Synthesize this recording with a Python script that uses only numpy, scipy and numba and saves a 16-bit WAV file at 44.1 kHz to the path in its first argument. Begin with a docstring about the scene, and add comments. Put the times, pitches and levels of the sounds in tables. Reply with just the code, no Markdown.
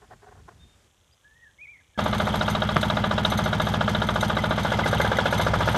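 """Steps scuff the grass of a quiet garden over wind and far hiss, birds whistle, a lens motor ticks in threes.
Then a hard cut to a one-cylinder diesel garden tractor rolling past a few metres away: each firing knocks
the block, gas puffs ring the exhaust pipe, valve gear and timing gears clatter, a loose steel pin jingles,
stones crack under a tyre and a sheet panel clangs. Most sounds are clicks or noise bursts ringing
resonances; the whistles are bending sines."""
import sys
import numpy as np
from scipy import signal
from scipy.fft import rfft, irfft
from scipy.io import wavfile
from scipy.ndimage import uniform_filter1d
from numba import njit

SR = 44100
rng = np.random.default_rng(int(sys.argv[2]) if len(sys.argv) > 2 else 0)


def transcribe(u):
    """Save the signal u as a 16-bit wav file named by the first command-line argument.

    u: samples, shape (n,) or (channels, n), limited to [-1, 1]; the rate is SR.
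    q: integer samples, one column per channel.
    """
    v = np.clip(np.atleast_2d(u).T, -1, 1)
    q = np.round(v * 32767).astype(np.int16)
    wavfile.write(sys.argv[1], SR, q)


def invert_db(level):
    """Linear amplitude ratio for a level in decibels (20 dB per decade), elementwise."""
    return 10 ** (np.asarray(level, dtype=float) / 20)


N = 254456
T = np.arange(N) / SR

HISS_CHANGE_S = 0.876  # the far hiss changes colour and drops
CUT_S = 1.976  # the tractor cuts in
SKIP_S, SKIPPED_S = 5.044, 0.02304  # a second cut jumps over a third of one engine cycle
FIRST_FIRING_S, CYCLE_S = 1.9906, 0.07  # nominal cycle length


def unit(x):
    """Scale to rms 1."""
    return x / np.sqrt(np.mean(x ** 2))


def curve(rows):
    """Interpolate the columns of (seconds, ..) rows, one value a sample."""
    s, *columns = np.transpose(rows)
    return [np.interp(T, s, column) for column in columns]


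@njit
def svf(x, hz, width):
    """State-variable band-pass with gain 1 at its centre, which may move."""
    y, band, low = np.empty(len(x)), 0., 0.
    for i in range(len(x)):
        g, k = np.tan(np.pi * hz[i] / SR), width / hz[i]
        v = (band + g * (x[i] - low)) / (1 + g * (g + k))
        band, low, y[i] = 2 * v - band, low + 2 * g * v, k * v
    return y


def ring(x, hz, width):
    """One resonance at a fixed pitch; a wider one dies away faster."""
    return svf(x + 1e-18, hz * np.ones(N), 1. * width)


def modes(x, table):
    """Sum of resonances of alternating sign from (Hz, width in Hz, dB) rows."""
    return sum((-1) ** k * invert_db(db) * ring(x, hz, width) for k, (hz, width, db) in enumerate(table))


def low_pass(x, order, hz):
    """Butterworth low-pass."""
    return signal.sosfilt(signal.butter(order, hz, fs=SR, output="sos"), x)


def clicks(s, size):
    """One-sample pushes at times s."""
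    i = np.round(np.asarray(s) * SR).astype(int)
    inside = (i >= 0) & (i < N)
    return np.bincount(i[inside], (size * np.ones(len(i)))[inside], N)


def bursts(s, size, tail_s):
    """Envelope that jumps at each time and dies away exponentially."""
    return signal.lfilter([1], [1, -np.exp(-1 / (tail_s * SR))], clicks(s, size))


def colour(x, table):
    """Shape a spectrum by (Hz, dB) points on a log frequency axis; rms 1."""
    hz, db = np.transpose(table)
    bins = np.arange(N // 2 + 1) * SR / N + 1
    gain = invert_db(np.interp(np.log(bins), np.log(hz), db))
    return unit(irfft(rfft(x) * gain, N))


def walk(rate):
    """Random levels held 1 / rate s and slewed; spread near 1."""
    k = int(SR / rate)
    held = np.repeat(rng.standard_normal(N // k + 1), k)
    return 1.6 * uniform_filter1d(uniform_filter1d(held, k), k)[:N]


def wind():
    """Wind on the microphone: low band-passed noise whose level wanders."""
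    # Each row: time in seconds, mean rumble level in dB.
    rumble_rows = [(0.0, -56), (0.06, -58), (0.136, -51), (0.18, -59.5), (0.45, -54.5), (0.56, -55),
                   (0.644, -55), (0.7, -63.5), (1.2, -69), (1.96, -64)]
    rumble = unit(ring(ring(rng.standard_normal(N), 70, 82), 67, 94))
    return rumble * invert_db(curve(rumble_rows)[0] + 2.1 * walk(25.37))


def hiss():
    """Far hiss: steady noise that changes colour and drops a little at HISS_CHANGE_S."""
    # Spectra of the hiss before and after the change. Each row: frequency in Hz, relative level per Hz in dB.
    earlier_spectrum = [(120, -29), (200, 1), (1200, -6), (1630, -5), (2100, -8.5), (3610, -11), (4100, -13),
                        (7180, -10.5), (15100, -27.5)]
    later_spectrum = [(120, -48), (200, -10), (267, -7), (303, -10), (614, -7), (709, -13), (749, -8.5),
                      (2100, -14), (3420, -13.5), (4650, -23), (6210, -12.5), (15100, -29.5)]
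    air = rng.standard_normal(N)
    earlier = colour(air, earlier_spectrum) * invert_db(-63.5)
    later = colour(air, later_spectrum) * invert_db(-67.5)
    return np.where(T < HISS_CHANGE_S, earlier, later)


def scuffs(rise_s=0.005, fall_s=0.0046):
    """Steps rub the grass: sparse grit rings hollow resonances under short swells."""
    # Hollow tone of the scuffs. Each row: frequency in Hz, width in Hz, relative level in dB.
    grass_modes = [(411, 23, 9), (733, 99, 6), (1077, 50, -1), (1490, 170, -2), (1800, 140, -5)]
    # Rubs of the foot. Each row: start in seconds, length in seconds, level in dB.
    rubs = [(0.02, 0.029, -54), (0.111, 0.028, -45.5), (.224, 0.023, -51.5), (0.266, .027, -52.5),
            (.314, .015, -52.5), (.355, .05, -58.5), (0.487, 0.0062, -42), (0.512, 0.015, -55),
            (.575, .015, -74)]
    grit = (rng.random(N) < 0.15) * rng.standard_normal(N)
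    rustle = unit(modes(grit, grass_modes) + 0.37 * ring(ring(grit, 1060, 1500), 770, 1600))
    swell = 0
    for start, length, db in rubs:
        slope = np.minimum((T - start) / rise_s, (start + length - T) / fall_s)
        swell = swell + invert_db(db) * np.exp(np.minimum(0, slope))
    return rustle * swell


def lens_motor(step_rate=30):
    """Each motor step gives three clicks that ring a small housing, softer before the hiss changes."""
    # Clicks of one motor step. Each row: delay in seconds, mean push in dB after the hiss changes.
    step_ticks = [(.0020, -32), (0.012, -28), (0.018, -49)]
    steps = np.arange(60) / step_rate
    chance_db = 0.9 * rng.standard_normal((len(steps), len(step_ticks)))
    softer_db = 4.4 * (steps < HISS_CHANGE_S)
    ticks = sum(clicks(steps + lag, invert_db(db + c - softer_db)) for (lag, db), c in zip(step_ticks, chance_db.T))
    return ring(ring(ticks, 3300, 900), 3300, 900)


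def birds(echo_db=-13.5, t60_s=0.71, warble_hz=25):
    """Near-sine whistles that bend smoothly, with a leafy echo of decaying noise."""
    # One list per whistle. Each row: time in seconds, pitch in Hz, mean level in dB.
    whistles = [
        [(0.59, 3610, -67), (0.646, 3669, -61), (0.765, 3630, -74)],
        [(1.117, 4660, -72), (1.13, 4838, -64), (1.148, 5080, -73)],
        [(1.235, 1600, -71), (1.25, 1680, -61.5), (1.33, 1780, -61), (1.345, 1800, -72), (1.36, 1870, -61),
         (1.39, 1890, -60), (1.435, 1860, -55), (1.47, 1750, -52), (1.508, 1595, -64)],
        [(1.584, 2093, -51), (1.634, 2507, -43.5), (1.646, 2530, -50), (1.662, 2093, -45)],
        [(1.668, 2110, -47), (1.685, 2300, -47), (1.712, 2441, -47.5), (1.765, 2060, -49)],
        [(1.765, 2150, -54), (1.79, 2050, -60), (1.82, 1790, -65)],
        [(1.94, 1571, -70), (1.95, 1758, -62), (1.976, 1590, -59)],
    ]
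    song = 0
    for number, call in enumerate(whistles):
        hz, db = curve(call)
        hoarse = 5 if number == 5 else 1  # the sixth note warbles more
        hz = uniform_filter1d(hz, size=700) + warble_hz * walk(400) * hoarse
        edge = np.clip(np.minimum(T - call[0][0], call[-1][0] - T) / 0.0036, 0, 1)
        tone = np.sin(2 * np.pi * np.cumsum(hz) / SR)
        song = song + np.sqrt(2) * edge * invert_db(db + 2.35 * walk(90)) * tone
    tail = rng.standard_normal(SR // 2) * invert_db(-60 * T[:SR // 2] / t60_s)
    echo = signal.fftconvolve(song, tail / np.sqrt(np.sum(tail ** 2)))[:N]
    return song + invert_db(echo_db) * echo


def firings():
    """Firing times one cycle apart; the second cut brings the next one forward."""
    # The governor hunts a little. Each row: valid from in seconds, cycle length in seconds.
    speed = [(1.9, .07025), (2.26, .07004), (2.75, .06991), (3.52, .07), (3.73, .06982), (4.15, .07014),
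             (5.04, .06984)]
    start, cycle = np.transpose(speed)
    s = [FIRST_FIRING_S]
    while s[-1] < T[-1]:
        then = s[-1] + cycle[np.searchsorted(start, s[-1]) - 1]
        s.append(then - SKIPPED_S * (s[-1] < SKIP_S < then))
    return np.array(s)


def crank():
    """Share of the nominal engine cycle since the last firing."""
    s = np.r_[FIRST_FIRING_S - CYCLE_S, firings()]
    last = s[np.maximum(np.searchsorted(s, T, "right") - 1, 0)]
    return (T - last) / CYCLE_S


def exhaust(level_db, top_db, rumble_db=-11.0):
    """Nearly the same puffs every cycle ring the narrow pipe modes over a low noise of turbulence."""
    # Gas events of a cycle. Each row: seconds after firing, mean relative push (negative = suction).
    puffs = [(0.014, 0.19), (0.0183, 0.38), (0.0297, 1), (.0366, -.73), (0.0633, 0.4)]
    # Exhaust pipe modes. Each row: frequency in Hz, width in Hz, relative gain with sign.
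    pipe_modes = [(69.4, 8.3, 18.5), (107.6, 11.6, 42.5), (156, 7.15, -75.5), (212.5, 8.6, 34.5)]
    s = np.r_[FIRST_FIRING_S - CYCLE_S * np.arange(1, 4), firings()]
    chance_db = rng.standard_normal((len(s), len(puffs)))
    gas = 0
    for (lag, push), c in zip(puffs, chance_db.T):
        jumped = (s < SKIP_S) & (s + lag > SKIP_S)  # puffs lost in the second cut
        gas = gas + clicks(s + lag, push * invert_db(c) * ~jumped)
    *lower, top = (gain * ring(gas, hz, width) for hz, width, gain in pipe_modes)
    tone = sum(lower) + invert_db(top_db) * top
    tone = tone / np.std(tone[T > CUT_S])
    rumble = unit(ring(ring(rng.standard_normal(N), 61, 320), 61, 320))
    return invert_db(level_db) * (tone + invert_db(rumble_db) * rumble)


def clatter(level_db, phase, spread_db=1.8, repeat=0.66):
    """Tappets, gears and panels rattle in short bursts, each family on its own, bunched where valves move."""
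    # Colour of the din. Each row: frequency in Hz, relative level per Hz in dB.
    din_spectrum = [(24, -24), (40, -1.5), (165, -11), (227, 0), (322, -14.5), (613, -8.5), (1010, 1.5),
                    (1430, -6), (1870, -17), (2070, -14), (2590, -18.5), (3320, -15.5), (5180, -27.5),
                    (11500, -53), (15100, -58)]
    # Busier valve gear. Each row: share of the cycle, extra level in dB, decay as share of the cycle.
    valve_moves = [(0.028, 11, 0.24), (0.261, -8.5, 0.48), (0.761, -11.5, .15)]
    # Families of parts. Each row: low edge in Hz, high edge in Hz, taps per second, tail in seconds,
    # steady wash in dB relative to the taps.
    families = [(284, 1014, 700, 0.0053, 7), (1083, 2410, 1100, 0.0033, 10.5),
                (2720, 4000, 220, 0.0038, 3.5), (4840, 21000, 370, 0.011, -33)]
    busy = 1 + sum(invert_db(db) * np.exp(-((phase - at) % 1) / fall) for at, db, fall in valve_moves)
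    # the valve gear does much the same every cycle: part of the din repeats
    habit, fresh = rng.standard_normal((2, N))
    same = habit[(phase * CYCLE_S * SR).astype(int) % N]
    din = colour(repeat * same + np.sqrt(1 - repeat ** 2) * fresh, din_spectrum)
    out = 0
    for low_hz, high_hz, rate, tail_s, wash_db in families:
        taps = T[rng.random(N) < rate / SR]
        taps_db = spread_db * rng.exponential(size=len(taps))
        shake = unit(bursts(taps, invert_db(taps_db), tail_s)) + invert_db(wash_db)
        band = signal.sosfilt(signal.butter(2, [low_hz, high_hz], "band", fs=SR, output="sos"), din)
        out = out + band * unit(shake)
    return invert_db(level_db) * out * busy


def gears(level_db, rate=130, wash_db=-6):
    """Timing gears chatter all through the cycle: random taps per second of noise ring their housing."""
    # Housing resonance: frequency in Hz, width in Hz.
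    housing = (3266, 400)
    teeth = T[rng.random(N) < rate / SR]
    shake = unit(bursts(teeth, 1, 0.0016)) + invert_db(wash_db)
    return invert_db(level_db) * unit(ring(ring(shake * rng.standard_normal(N), *housing), *housing))


def knock(side_db, uneven_db=0.6, ping_uneven_db=2.5):
    """Needle lift, ignition and piston slap strike the block; uneven burning crackles after them."""
    # Blows of one knock. Each row: seconds after firing, mean relative push with sign.
    knock_blows = [(-.0024, 0.46), (-.0017, -0.93), (.0010, 1.0)]
    # Block and bonnet modes. Each row: frequency in Hz, width in Hz, gain with sign.
    block_modes = [(619.6, 36, 0.95), (853, 111, -0.46), (850, 420, 0.19), (1172, 78, -0.72), (1437, 70, 1),
                   (1680, 27, -0.43), (2050, 380, -0.053)]
    # Side panel, facing the listener late in the pass. Each row: frequency in Hz, width in Hz, gain in dB.
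    side_modes = [(495, 219, -0.5), (1580, 67, 3.5)]
    # Combustion chamber ring. Each row: frequency in Hz, width in Hz, gain in dB.
    chamber_modes = [(3150, 630, -7), (3813, 222, 0)]
    # Coming nearer and turning side-on. Each row: time in seconds, mean force on the block in dB,
    # mean force of the chamber ring in dB.
    load = [(2.0, 22, -11), (2.9, 22, -6), (3.4, 22, -9.5), (4.0, 23, -7), (4.5, 22, -15),
            (5.0, 23.5, -14.5), (5.77, 23, -27)]
    # Firings that stand out. Each row: time in seconds, extra knock in dB, extra chamber ring in dB.
    hard_firings = [(3.251, 0.8, 12.5), (5.049, -2.5, -9), (5.188, 2.5, 8.5)]
    s = firings()
    db, ping_db = (column[np.minimum(s * SR, N - 1).astype(int)] for column in curve(load))
    luck = rng.standard_normal((len(s), 2))
    db, ping_db = db + uneven_db * luck[:, 0], ping_db + ping_uneven_db * luck[:, 1]
    for at, extra_db, extra_ring_db in hard_firings:
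        k = np.argmin(abs(s - at))
        db[k], ping_db[k] = db[k] + extra_db, ping_db[k] + extra_ring_db

    jitter_s, scatter_db, crackle_s, crackle_db = 0.00005, 0.6, 0.007, -31
    blows = 0
    for lag, push in knock_blows:
        late, uneven = rng.standard_normal((2, len(s)))
        blows = blows + clicks(s + lag + jitter_s * late, push * invert_db(db + scatter_db * uneven))
    start = s + knock_blows[0][0]
    burn = rng.standard_normal(N)
    force = blows + invert_db(crackle_db) * burn * bursts(start, invert_db(db), crackle_s)

    front, a, b, bonnet, *rest = (gain * ring(force, hz, width) for hz, width, gain in block_modes)
    # front panel and bonnet turn away as the side comes round
    side = invert_db(side_db)
    body = (1 - 1.5 * side) * front + (1 - 0.68 * side) * bonnet + a + b + sum(rest)
    body = body + side * modes(force, side_modes)
    flash = burn * bursts(start, invert_db(ping_db), 0.0058)
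    # contacts last a fraction of a millisecond, so the far treble is missing
    return low_pass(body + modes(flash, chamber_modes), 2, 5200)


def jingle(rate=160, bounce_db=-5, settle_s=0.02, idle_db=-54, uneven_db=2.0):
    """The steel pin is thrown by the crank turns, harder or softer, and chatters while it settles."""
    # Pin modes. Each row: frequency in Hz, width in Hz, gain in dB.
    pin_modes = [(2107, 66, 10.5), (3720, 340, 7), (6120, 156, 3), (8726, 92, 0), (11310, 93, 1.5),
                 (12930, 110, -5.5), (13750, 100, -17), (6660, 2400, -20.5)]
    # Loudest strikes. Each row: time in seconds, force in dB.
    strikes = [(2.0384, -29.5), (2.181, -27), (2.3555, -26.5), (2.4977, -29), (2.809, -28.5), (3.2563, -28),
               (3.2992, -24), (3.375, -28), (3.4386, -26), (3.894, -25), (4.0684, -31), (4.2083, -23),
               (5.014, -20), (5.1698, -24.5), (5.3789, -33)]
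    # How freely the pin rattles between them. Each row: time in seconds, mean force in dB.
    looseness = [(2.0, -31), (2.5, -37), (2.6, -35), (2.8, -32), (3.0, -40), (3.2, -38.5), (3.4, -33.5),
                 (3.52, -40), (3.62, -27), (3.8, -46), (4.0, -39), (4.15, -32), (4.47, -38), (4.6, -32.5),
                 (4.8, -35), (4.92, -26.5), (5.1, -41.5), (5.4, -24), (5.53, -35), (5.68, -26)]
    # Each crank turn can throw the pin, this many seconds after the firing.
    throws = (.015, .050)
    turns = (firings()[:, None] + throws).ravel()
    luck = np.clip(rng.standard_normal(len(turns)), -3, 1.5)
    turns_db = np.interp(turns, *np.transpose(looseness)) + uneven_db * luck
    s, db = np.c_[np.transpose(strikes), [turns, turns_db]]
    unrest = invert_db(bounce_db) * bursts(s, invert_db(db), settle_s) + invert_db(idle_db)
    bounces = np.flatnonzero(rng.random(N) < rate / SR)  # rate is bounces per second
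    chatter = bursts(bounces / SR, unrest[bounces] * rng.random(len(bounces)), 0.0068)
    contact = bursts(s, invert_db(db), 0.0065) + chatter
    force = contact * rng.standard_normal(N)
    return sum(invert_db(gain_db) * ring(force, hz, width) for hz, width, gain_db in pin_modes)


def stone_cracks(contact_hz=1700):
    """Stones crack under a tyre: a push rings a bright mode and a low thump, softened by the contact."""
    # Each row: time in seconds, push in dB, pitch of the main mode in Hz.
    stones = [(2.7674, 20, 1260), (5.688, 14, 1300)]
    cracks = 0
    for at, db, hz in stones:
        # (Hz, width in Hz, dB before the softening)
        stone_modes = [(hz, 200, 8), (3300, 1000, -24), (162, 90, 10), (5500, 2500, -26), (600, 500, -8)]
        cracks = cracks + modes(clicks([at], invert_db(db)), stone_modes)
    return -low_pass(cracks, 1, contact_hz)


def panel_clangs():
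    """A sheet panel clangs near 2 kHz: short noisy scrapes ring two close resonances in a row."""
    # Each row: time in seconds, force in dB.
    clang_hits = [(4.385, -5), (4.735, -7), (4.835, -2.5), (5.012, 1), (5.0608, -3), (5.166, 1.3)]
    s, db = np.transpose(clang_hits)
    scrape = bursts(s, invert_db(db), 0.0079) * rng.standard_normal(N)
    return ring(ring(scrape, 2036, 120), 2036.7, 120)


def scene():
    """Garden first, tractor after the cut."""
    # Driving by. Each row: time in seconds, exhaust level in dB, relative top pipe mode in dB,
    # side panel in dB, clatter level in dB.
    drive = [(1.99, -31.5, 6.5, -16, -30), (2.03, -27.5, 1, -24, -30), (4.18, -26.5, 0, -14, -31),
             (4.8, -27.5, -0.5, -5, -28.5), (4.97, -24, -8, -4.5, -28), (5.19, -29.5, -0.5, -5, -28),
             (5.58, -23.5, -7, -6.5, -28), (5.77, -25.5, -6.5, -9, -26)]
    garden = wind() + hiss() + scuffs() + lens_motor() + birds()
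    pipe_db, top_db, side_db, clatter_db = curve(drive)
    engine = exhaust(pipe_db, top_db) + clatter(clatter_db, crank()) + gears(clatter_db - 16) + knock(side_db)
    tractor = engine + jingle() + stone_cracks() + panel_clangs()
    cut = np.clip((T - CUT_S) / 0.0012, 0, 1)
    return (cut * tractor + (1 - cut) * garden)[None]


def top_cut(x):
    """Nothing passes above the cut-off."""
    return signal.sosfilt(signal.butter(12, 15220, fs=SR, output="sos"), x)


def record(dry):
    """A phone microphone without the deepest bass and the top treble."""
    x = signal.sosfilt(signal.butter(2, 35, "high", fs=SR, output="sos"), dry)
    x = low_pass(x, 6, 14200)
    return top_cut(x)


dry = scene()
out = record(dry)
transcribe(out)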